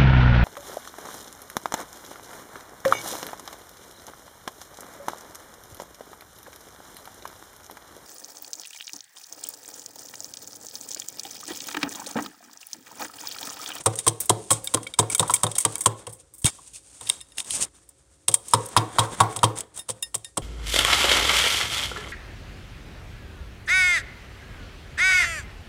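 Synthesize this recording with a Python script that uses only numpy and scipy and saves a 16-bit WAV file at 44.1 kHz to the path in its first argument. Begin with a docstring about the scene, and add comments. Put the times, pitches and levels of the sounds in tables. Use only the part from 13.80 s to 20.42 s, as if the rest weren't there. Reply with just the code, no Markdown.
"""A quiet room, a mug on a counter, a phone microphone close by: a table knife stabs and stirs crisp pieces.
Each blow is a gritty noise crack that drives resonances of the mug's air and wall; stabs also thump the counter.
Clinks are decaying sines of glaze and steel; the dragging blade is grainy coloured noise with crumb ticks.
Behind them lie decaying-noise room tails, hiss and a faint steady tone; fingers shifting on the phone bump low."""
import sys
import numpy as np
from scipy import signal
from scipy.fft import rfft, irfft, next_fast_len
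from scipy.io import wavfile
from scipy.ndimage import map_coordinates

SR = 44100
rng = np.random.default_rng(int(sys.argv[2]) if len(sys.argv) > 2 else 0)


def persist_wave(psi):
    """Save psi, clipped to +-1, as 16-bit WAV."""
    counts = np.round(np.clip(psi, -1, 1) * 32767).astype(np.int16)
    wavfile.write(sys.argv[1], SR, np.atleast_2d(counts).T)


N = 291942

# Columns carry their units; levels are nominal, before random spread and the mix.
# hiss of room and microphone: pitch_hz [Hz], density_db [dB per Hz, relative]
HISS_COLOUR = [(12, -66), (20, -48.5), (55, 9.5), (172, -10.5), (241, -35), (277, -6), (485, -15),
               (542, -21), (642, -22), (1090, -28.5), (1190, -24), (2820, -31.5), (8890, -22.5),
               (16000, -58.5)]
# decay of the room's answer: pitch_hz [Hz], t60_s [s]
ROOM_DECAY = [(100, 0.38), (500, 0.48), (1100, 0.34), (2500, 0.37), (8000, 0.37), (15000, 0.36)]
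# fingers shifting on the phone: start_s [s], level_db [dB]
PHONE_BUMPS = [(2.647, -11), (2.931, -48), (3.211, -46), (3.719, -37), (3.83, -59)]
# blade dragging through pieces and along glaze: time_s [s], bright_rasp_db [dB], dull_rub_db [dB]
STIR_LEVELS = [(0.0, -52.5, -56), (0.8, -46.5, -57.5), (1.1, -59.5, -62), (1.5, -41, -37.5),
               (1.66, -53, -63), (1.9, -41, -49), (2.1, -65, -54.5), (2.449, -69, -71), (2.731, -53.5, -65),
               (3.2, -51, -62), (3.5, -64.5, -68), (3.75, -44.5, -52), (3.9, -59.5, -64), (4.47, -68, -72),
               (4.7, -43, -52.5), (5.0, -44, -39), (5.62, -48, -45.5), (5.85, -68.5, -57), (6.62, -58, -73)]
# single short drags of the blade: loudest_s [s], length_s [s], bright_rasp_db [dB], dull_rub_db [dB]
SINGLE_DRAGS = [(0.011, 0.022, -38.5, -43), (0.137, 0.021, -42, -41), (0.186, 0.032, -41, -54),
                (0.245, 0.03, -49, -63), (0.415, 0.024, -40, -55), (1.328, 0.026, -27, -43),
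                (1.765, 0.014, -32, -39.5), (2.192, .068, -51, -80), (2.405, 0.039, -51.5, -69),
                (2.672, 0.06, -25, -33), (2.877, 0.035, -50.5, -71), (2.961, 0.055, -41, -72),
                (3.311, 0.17, -42, -49), (3.599, 0.057, -32, -48.5), (3.687, 0.067, -42.5, -50),
                (3.752, 0.11, -28.5, -63), (3.806, 0.15, -59, -41.5), (3.828, 0.048, -23, -48),
                (5.787, 0.065, -36.5, -41.5), (5.979, 0.079, -44, -55), (6.105, 0.041, -35, -47)]
# bright rasp: pitch_hz [Hz], density_db [dB per Hz, relative]
RASP_COLOUR = [(1500, -29.5), (2600, -10), (3700, -12), (5500, -7.5), (7400, -2.5), (9000, 3),
               (11000, -20.5), (15000, -35.5), (16500, -46)]
# dull rub: pitch_hz [Hz], density_db [dB per Hz, relative]
RUB_COLOUR = [(150, 5.5), (400, 2.5), (1000, 1.5), (1400, -1), (2200, -5.5), (2700, -13.5), (3500, -6),
              (5000, -23), (8000, -49.5)]
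# clinks leaving glaze and blade ringing: start_s [s], mug_db [dB], free_blade_db [dB], held_blade_db [dB]
CLINK_EVENTS = [(.403, -47, -56, -57), (.844, -40, -43, -63), (0.876, -55, -64, -39.5),
                (1.031, -44, -62, -68), (1.067, -47, -54, -34), (1.141, -53, -66, -40),
                (1.3, -41.5, -50.5, -32), (1.349, -45, -63.5, -27.5), (1.538, -51, -42, -28.5),
                (1.783, -40, -49, -31.5), (1.955, -50, -51.5, -38), (2.663, -29, -55, -23),
                (2.678, -27, -43, -37.5), (3.267, -36, -63, -58), (3.302, -36, -44, -49),
                (3.412, -36, -65, -65), (3.52, -41.5, -61, -70), (3.584, -33, -68, -60),
                (4.482, -38, -55, -53), (5.526, -68, -55, -46), (5.561, -37, -63, -57),
                (5.993, -32, -65, -59), (6.227, -18, -53, -54), (6.446, -31.5, -51.5, -83)]
# ring of the mug before damping: pitch_hz [Hz], level_db [dB], t60_s [s]
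MUG_MODES = [(1852, -19, .15), (2783, -12, .06), (3666, -3, .067), (5254, -12, .11), (7068, -7, .054),
             (8650, -8, .04), (10400, -10, .14), (10520, -3, .03), (12850, -20, .05), (13100, -26, .08)]
# blade ringing free: pitch_hz [Hz], level_db [dB], t60_s [s]
FREE_BLADE_MODES = [(745, -16, .15), (1631, -10, .18), (4689, -6, .22), (7617, 0, .3)]
# blade held in the heap: pitch_hz [Hz], level_db [dB], t60_s [s]
HELD_BLADE_MODES = [(1408, -1, 0.026), (2260, 7, 0.038), (3220, 0, 0.047)]
# how loosely the mug stands: time_s [s], ring_share [share of free t60], extra_knock_db [dB]
MUG_LOOSENESS = [(0, 0.57, 1), (3.42, .7, 4), (3.55, 0.37, -2), (5.7, 0.56, -2), (6.05, 1, 3.5),
                 (6.62, 0.97, 3)]
# counter boom: pitch_hz [Hz], level_db [dB], t60_s [s]
COUNTER_MODES = [(111, 8, 0.24), (150, 1, 0.16), (62, -23, 0.035)]
# hollow knock of the counter: pitch_hz [Hz], width_hz [Hz], level_db [dB]
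KNOCK_PEAKS = [(318.4, 29.8, 1.5), (416, 89, -0.5), (545.3, 99, -0.5), (184, 46, -5), (746, 174, -6)]
# counter modes answering the air tone: pitch_hz [Hz], width_hz [Hz], level_db [dB]
COUNTER_ANSWER = [(914.5, 9.9, 4), (1078, 37, 0), (1260, 29, -9.5), (740, 4.7, -26)]
# how strongly counter and room carry the air tone on: time_s [s], level_db [dB]
CARRY_LEVELS = [(0, -17), (4.6, -13), (5.298, -8), (5.9, -15.5), (6.62, -25)]
# air column of the mug: pitch_hz [Hz], width_hz [Hz], level_db [dB]
AIR_PEAKS = [(1001, 74, 5), (1095.3, 77, 5), (1294, 226, -4.5), (750.5, 63, -7)]
# damped mug wall: pitch_hz [Hz], width_hz [Hz], level_db [dB]
WALL_PEAKS = [(1960, 520, -9), (3240, 156, 4.5), (3718, 210, 2.5), (5040, 1890, -6)]
# short bright ring of the rim: pitch_hz [Hz], width_hz [Hz], level_db [dB]
RIM_PEAKS = [(5100, 470, -5.5), (6920, 490, 3.5), (8080, 110, -2.5), (8545, 250, 6.5), (9630, 350, -4),
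             (10350, 1200, -7.5), (11940, 410, -13.5)]
# colour of a crack: pitch_hz [Hz], density_db [dB per Hz, relative]
CRACK_COLOUR = [(880, -57.5), (1500, -30.5), (2260, -13.5), (2530, -34), (3660, -14.5), (4050, -25),
                (5360, -15.5), (8260, 4.5), (10400, -3.5), (11800, -14.5), (15700, -16), (16500, -27.5)]
# short cracks: pieces breaking, and second contacts just after stabs:
# start_s [s], crack_db [dB], wall_re_crack_db [dB], t60_s [s, clipped to .004-.15]
SHORT_CRACKS = [(0.0368, -32.5, -36, 0.05), (0.1555, -16.5, -20, .034), (0.188, -10, -18, 0.063),
                (0.2777, 1.5, -16.5, 0.045), (0.402, -13.5, -45, 0.093), (0.456, -21.5, -45, 0.036),
                (0.7114, -2.5, -24.5, 0.073), (0.7298, -14.5, -16.5, 0.12), (0.842, -23, -52, 0.1),
                (0.8732, -15, -8, 0.013), (0.9447, 1.5, -14.5, 0.016), (1.0295, -25.5, -15, 0.086),
                (1.07, -25, -7, 0.024), (1.1383, -22, -9, 0.027), (1.1966, -6.5, -10, 0.017),
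                (1.2994, -10, -24, 0.029), (1.3485, -3, -23.5, 0.035), (1.3802, -14.5, -26.5, 0.09),
                (1.4778, -17, -23, 0.048), (1.504, -12, -21.5, 0.098), (1.5377, 0.5, -31.5, 0.069),
                (1.5628, -20, -7, 0.025), (1.7142, -17, -14.5, .04), (1.7525, -15.5, -14, 0.07),
                (1.7819, -2, -29, .044), (1.802, -9.5, -22, 0.08), (1.923, -23.5, -18, 0.044),
                (1.9552, -7, -24, 0.019), (1.9812, -19, -34.5, 0.045), (2.0074, -10, -26.5, 0.059),
                (2.038, -22.5, -33.5, 0.048), (2.293, -31, -18, .079), (2.3257, -28.5, -30, 0.12),
                (2.5378, -34, -46, 0.095), (2.581, -35.5, -48, 0.14), (2.618, -28.5, -31, 0.14),
                (2.6441, -4, -12, 0.0067), (2.6555, -0.5, -20, 0.022), (2.663, -7, -14, .03),
                (3.2712, -34, 5, 0.053), (3.2916, -9.5, -23.5, 0.0076), (3.298, 0, -8.5, 0.0047),
                (3.406, -35, -5, .008), (3.4103, -26, -19, 0.04), (3.487, -46, -22, 0.0066),
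                (3.5823, -16, -1.5, 0.0098), (3.602, -12.5, -8, 0.0069), (3.645, -26.5, -13, 0.035),
                (3.7065, -12.5, -7, 0.0054), (4.09, -32, -36.5, 0.025), (4.514, -21, -14, 0.11),
                (4.5403, 3.5, -22, 0.042), (4.6825, -18.5, -23, .03), (4.71, -22, -21, 0.03),
                (4.7471, -19.5, 1, 0.022), (4.8578, -20, -36, .033), (4.887, -23.5, -32, 0.023),
                (4.973, -11.5, 1.5, .044), (5.1913, -6.5, -4, 0.046), (5.4104, -15.5, -8, 0.052),
                (5.527, -25, -22, .025), (5.59, -31, 4, 0.017), (5.6403, -7.5, -3.5, 0.044),
                (5.7744, -22, -13.5, 0.031), (5.7862, -17, -29, 0.033), (5.806, -12.5, -18, .023),
                (5.9617, -27, -19, 0.039), (5.9746, -18.5, -22, .03), (5.9886, -21, -31, 0.066),
                (6.098, -12, -17, 0.048), (6.2248, -14.5, -40, 0.03), (6.3507, -8.5, -19, .037),
                (6.3792, -30.5, -31, 0.018), (6.4453, -22.5, -11, 0.022), (6.574, -9, -16, 0.039)]
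# blade on the mug's bottom, rebounds too: start_s [s], crack_db [dB], air_tone_db [dB], counter_thump_db [dB]
STAB_EVENTS = [(0.0599, -1, -16, -24), (0.266, -5, -23.5, -27.5), (0.4949, 2, -24.5, -23),
               (0.7055, -2.5, -21.5, -27.5), (0.939, -7, -22, -28.5), (0.971, -29, -28, -50),
               (1.1887, 2, -18, -25), (1.227, -37, -32, -40), (1.3953, 0, -25, -26),
               (1.4271, -22, -24, -44), (1.4964, -19.5, -21, -39), (1.6332, -2.5, -22.5, -27.5),
               (1.6667, -19, -29.5, -43), (1.85, -0.5, -19.5, -33.5), (2.0591, 2.5, -15, -29),
               (2.2678, -21, -40.5, -42.5), (2.7863, -47, -48.5, -67), (3.21, -24, -43.5, -54),
               (4.4822, 0, -30.5, -36), (4.7356, -1, -12.5, -25), (4.9653, -10, -9.5, -22),
               (5.1851, -23, -10.5, -24), (5.4032, -6.5, -8.5, -21.5), (5.433, -28, -30, -51),
               (5.5621, -12, -35, -38), (5.6314, -9.5, -12, -22), (6.0888, -15, -39, -41.5),
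               (6.3436, -10.5, -36, -43), (6.5711, -15.5, -28, -33.5)]

HISS_DB, HUM_HZ, HUM_DB = -60, 545, -72.5
SWELL_SHARE = 0.47  # part of a drag spent growing
CLINK_TILT_DB = -1  # mug ring brightness, dB an octave
THUMP_LAG_S, KNOCK_RE_THUMP_DB = .005, -11
WALL_RE_CRACK_DB, WALL_RE_AIR_DB = -15.5, -7.5  # the crack and the blow sounding the air both shake the wall
STAB_T60_S, CRACK_AIR_RE_CRACK_DB = 0.039, -38
BOUNCE_S, BOUNCE_DB = .0075, -5.5  # the tip skips once and sounds the air again
EDGE_DB, EDGE_PER_WALL = -30.5, -0.62  # treble re crack; the more a contact shakes the wall, the duller it is
SNAP_DB = -3  # single click opening a crack, re its level
LEAD_IN_S = .004  # short, soft lead-in swelling into the crack
BASS_HZ, TOP_HZ = 67.5, 16000  # band limits


def amp(db):
    """Decibels to amplitude."""
    return 10 ** (np.asarray(db) / 20)


def unit(x):
    """Scale to rms 1."""
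    return x / np.sqrt(np.mean(x ** 2) + 1e-20)


def along(points, hz):
    """Interpolate (Hz, value) points on a log frequency axis."""
    f, v = np.transpose(points)
    return np.interp(np.log(hz + 1), np.log(f + 1), v)


def filtered(x, response):
    """Multiply the spectrum of x by a complex response of frequency."""
    m = next_fast_len(len(x) + SR // 2)
    return irfft(rfft(x, m) * response(np.fft.rfftfreq(m, 1 / SR)), m)[:len(x)]


def band(x, lo_hz, hi_hz):
    """Keep what lies between two smooth band edges."""
    return filtered(x, lambda hz: 1 / (1 + (lo_hz / (hz + 1)) ** 12) / (1 + (hz / hi_hz) ** 12))


def noise(spectrum):
    """Coloured noise of rms 1."""
    return unit(filtered(rng.standard_normal(N), lambda hz: amp(along(spectrum, hz))))


def resonant(x, peaks):
    """Drive causal resonances of alternating sign, scaled so that a single blow peaks at its own size."""
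    def response(hz):
        total = 0
        for k, (centre, width, db) in enumerate(peaks):
            damping = 1j * hz * width
            total = total + (-1) ** k * amp(db) * damping / (centre * centre - hz * hz + damping)
        return total
    blow = filtered(signal.unit_impulse(4096), response)
    return filtered(x, response) / np.abs(blow).max()


def ring(modes, spread_db, attack, tilt_db=0, last=1):
    """One blow on decaying modes of random strength; tilt_db is per octave, last scales the decays."""
    t = np.arange(SR // 3) / SR
    tone = 0
    for hz, db, t60 in modes:
        level_db = db + tilt_db * np.log2(hz / 4000) + spread_db * rng.standard_normal()
        tone = tone + amp(level_db - 60 * t / max(t60 * last, .005)) * np.sin(2 * np.pi * hz * t)
    return tone * (1 - np.exp(-t / attack))


def add(track, s, sound):
    """Lay a sound on a track from s seconds."""
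    track[round(s * SR):][:len(sound)] += sound


def grit(rate, depth_db):
    """Jagged gain of a contact breaking up into grains, rate points a second, rms 1."""
    points = rng.standard_normal(int(N * rate / SR) + 4)
    return unit(amp(depth_db * map_coordinates(points, [np.arange(N) * rate / SR])))


def background():
    """Coloured hiss and a faint steady sine."""
    hum = np.sin(2 * np.pi * HUM_HZ * np.arange(N) / SR)
    return amp(HISS_DB) * noise(HISS_COLOUR) + amp(HUM_DB) * hum


def room(x):
    """Noise tails in which each frequency dies at its own speed; a new tail every third of a second."""
    out, step = np.zeros(N + 2 * SR), SR // 3
    for start in range(0, N, step):
        hz, t, z = signal.stft(rng.standard_normal(SR // 2), SR, nperseg=256)
        decay = amp(-60 * t / along(ROOM_DECAY, hz)[:, None])
        tail = signal.istft(z * decay, SR, nperseg=256)[1]
        answer = signal.fftconvolve(x[start:start + step], tail / np.linalg.norm(tail))
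        add(out, start / SR + 0.0063, answer)
    return out[:N]


def handling():
    """A dull push straight into the phone's casing: short, low, damped modes."""
    out = np.zeros(N + SR)
    casing = [(55, -15, 0.11), (123.4, 1, 0.041), (227, -17.0, 0.029)]  # Hz, dB, t60 s
    for s, db in PHONE_BUMPS:
        add(out, s, amp(db) * ring(casing, spread_db=1.5, attack=0.00023))
    return out[:N]


def stirring():
    """Dense small grains of friction with single short drags on top; loose crumbs tick on the mug."""
    s, rasp_db, rub_db = np.transpose(STIR_LEVELS)
    t = np.arange(N) / SR
    clumps = grit(rate=30, depth_db=4)  # the heap gives way in fits
    rasp = amp(np.interp(t, s, rasp_db)) * clumps
    rub = amp(np.interp(t, s, rub_db)) * clumps
    for loudest, length, bright_db, dull_db in SINGLE_DRAGS:
        swell, fade = SWELL_SHARE * length, (1 - SWELL_SHARE) * length
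        knots = loudest + np.array([-swell - .006, -swell, 0, fade, fade + 0.0034])
        stroke = amp(np.interp(t, knots, [-56, -7.5, 2.0, -15.5, -44.0], -200, -200))
        rasp = rasp + amp(bright_db) * stroke
        rub = rub + amp(dull_db) * stroke

    hits_now = rng.random(N) < 150 / SR  # about 150 crumb ticks a second
    ticks = hits_now * amp(1.7 * rng.standard_normal(N)) * rng.choice([-1, 1], N)
    hiss = noise(RASP_COLOUR) + amp(-15) * unit(resonant(rng.standard_normal(N), RIM_PEAKS))
    body = noise(RUB_COLOUR) + amp(-18.5) * unit(resonant(rng.standard_normal(N), WALL_PEAKS))
    crumbs = amp(0.5) * resonant(rasp * ticks, RIM_PEAKS) + amp(-3.5) * resonant(rub * ticks, WALL_PEAKS)
    glaze = [(hz, 4.4 / t60, db) for hz, db, t60 in MUG_MODES]
    pings = ticks * (rng.random(N) < .3) * (rasp + rub)  # some crumbs hit bare glaze
    crumbs = crumbs + amp(-3) * resonant(pings, glaze)
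    grainy_rasp = rasp * grit(rate=750, depth_db=2.0) * unit(hiss)
    grainy_rub = rub * grit(rate=470, depth_db=2.5) * unit(body)
    return grainy_rasp + grainy_rub + crumbs


def loose(s):
    """Ring share and extra knock (dB) of the loosely standing mug at a moment."""
    at, share, knock_db = np.transpose(MUG_LOOSENESS)
    return np.interp(s, at, share), np.interp(s, at, knock_db)


def clinks():
    """Hard steel on glaze: thin decaying modes of mug, free blade and held blade."""
    out, spread_db = np.zeros(N + SR), 2.5
    for s, mug_db, free_db, held_db in CLINK_EVENTS:
        mug = ring(MUG_MODES, spread_db, attack=.0004, tilt_db=CLINK_TILT_DB, last=loose(s)[0])
        add(out, s, amp(mug_db) * mug)
        add(out, s, amp(free_db) * ring(FREE_BLADE_MODES, spread_db, attack=.0004))
        add(out, s, amp(held_db) * ring(HELD_BLADE_MODES, spread_db, attack=0.0011))
    return out[:N]


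def counter_thumps():
    """Under each stab the counter booms at its lowest modes and knocks briefly above them."""
    boom, blows = np.zeros((2, N + SR))
    t = np.arange(SR // 10) / SR
    for s, _, _, db in STAB_EVENTS:
        add(boom, s + THUMP_LAG_S, amp(db) * ring(COUNTER_MODES, spread_db=2, attack=0.005))
        knock_db = db + KNOCK_RE_THUMP_DB + loose(s)[1]
        add(blows, s + THUMP_LAG_S, amp(knock_db - 60 * t / 0.063) * rng.standard_normal(len(t)))
    return boom[:N], resonant(blows[:N], KNOCK_PEAKS)


def contacts():
    """Stabs and short cracks as rows start_s, crack_db, air_tone_db, wall_db, t60_s."""
    rows = []
    for s, db, air_db, _ in STAB_EVENTS:
        shaken = np.hypot(amp(db + WALL_RE_CRACK_DB), amp(air_db + WALL_RE_AIR_DB))
        rows.append((s, db, air_db, 20 * np.log10(shaken), STAB_T60_S))
    for s, db, wall_db, t60 in SHORT_CRACKS:
        rows.append((s, db, db + CRACK_AIR_RE_CRACK_DB, db + wall_db, t60))
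    return rows


def crack_shape(t, t60):
    """A short, soft lead-in swelling into the crack, then a snap, then crumbling."""
    late = np.maximum(t - LEAD_IN_S, 0)
    crumble, snap = amp(-60 * late / np.clip(t60, .004, .15)), amp(-60 * late / 0.006)
    shape = (1 - np.exp(-late / 0.00054)) ** 2 * (crumble + 0.8 * snap)
    lead_in = (t < LEAD_IN_S + .001) * t / LEAD_IN_S
    return shape / shape.max() + amp(-21.0) * lead_in


def hits():
    """Each contact is a gritty crack; it also pushes the air, the wall and the rim of the mug."""
    crack, push, tone, wall, chink, snaps = np.zeros((6, N + SR))
    column = [(hz, db, 2.2 / width) for hz, width, db in AIR_PEAKS]  # width to t60
    t = np.arange(SR // 8) / SR
    grain, colour = grit(rate=900, depth_db=4.5), noise(CRACK_COLOUR)
    body = grain * unit(band(colour, 1, 11000))
    edge = grain * unit(band(colour, 11000, SR))
    for s, db, air_db, wall_db, t60 in contacts():
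        edge_db = EDGE_DB + EDGE_PER_WALL * (wall_db - db)
        snaps[round((s + .001) * SR)] = amp(db + SNAP_DB) * rng.choice([-1, 1])
        shape, onset = crack_shape(t, t60), s - LEAD_IN_S
        span = (round(s * SR) + np.arange(len(t))) % N
        # the grains share out the energy of the blow
        size = np.linalg.norm(shape) / np.linalg.norm(shape * body[span])
        add(crack, onset, amp(db - 12.0) * size * shape * (body[span] + amp(edge_db) * edge[span]))
        add(wall, onset, amp(wall_db - 16) * shape * rng.standard_normal(len(t)))
        add(tone, s, amp(air_db) * ring(column, spread_db=3.0, attack=0.00089))
        add(tone, s + BOUNCE_S, amp(air_db + BOUNCE_DB) * ring(column, spread_db=5.5, attack=0.00074))
        # crumbling keeps the air going
        add(push, onset, amp(air_db - 17) * shape * rng.standard_normal(len(t)))
        # the contents damp the mug's ring
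        damped = ring(MUG_MODES[1:], spread_db=7.5, attack=0.00025, last=0.3, tilt_db=-3.0)
        add(chink, s, amp(wall_db - 5.0) * damped)
    click = np.fft.fftshift(irfft(amp(along(CRACK_COLOUR, np.fft.rfftfreq(128, 1 / SR)))))
    crack = (crack + np.convolve(snaps, click / click.max(), 'same'))[:N]
    bright = crack + chink[:N] + amp(-18) * resonant(crack, RIM_PEAKS)
    return bright, push[:N], tone[:N], resonant(wall[:N], WALL_PEAKS)


def scene():
    """Close sounds, the share that reaches the room's walls, the stirring and the background."""
    crack, push, tone, wall = hits()
    boom, knock = counter_thumps()
    carry = amp(np.interp(np.arange(N) / SR, *np.transpose(CARRY_LEVELS)))
    air = tone + resonant(push, AIR_PEAKS)
    answer = amp(-35) * resonant(carry * tone, COUNTER_ANSWER)
    near = crack + air + answer + wall + boom + knock + clinks() + handling()
    far = amp(-26.0) * crack + carry * (air + amp(8) * knock) + amp(-20.5) * wall
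    return (near + room(far) + stirring() + background())[None]


def record(dry):
    """The bass fades below BASS_HZ, the loudest cracks clip softly and the sound has nothing above TOP_HZ."""
    heard = filtered(dry[0], lambda hz: 1j * hz / (1j * hz + BASS_HZ))
    clipped = heard / (1 + np.abs(heard / .98) ** 6) ** (1 / 6)
    return filtered(clipped, lambda hz: 1 / (1 + (hz / TOP_HZ) ** 120))[None]


dry = scene()
out = record(dry)
persist_wave(out)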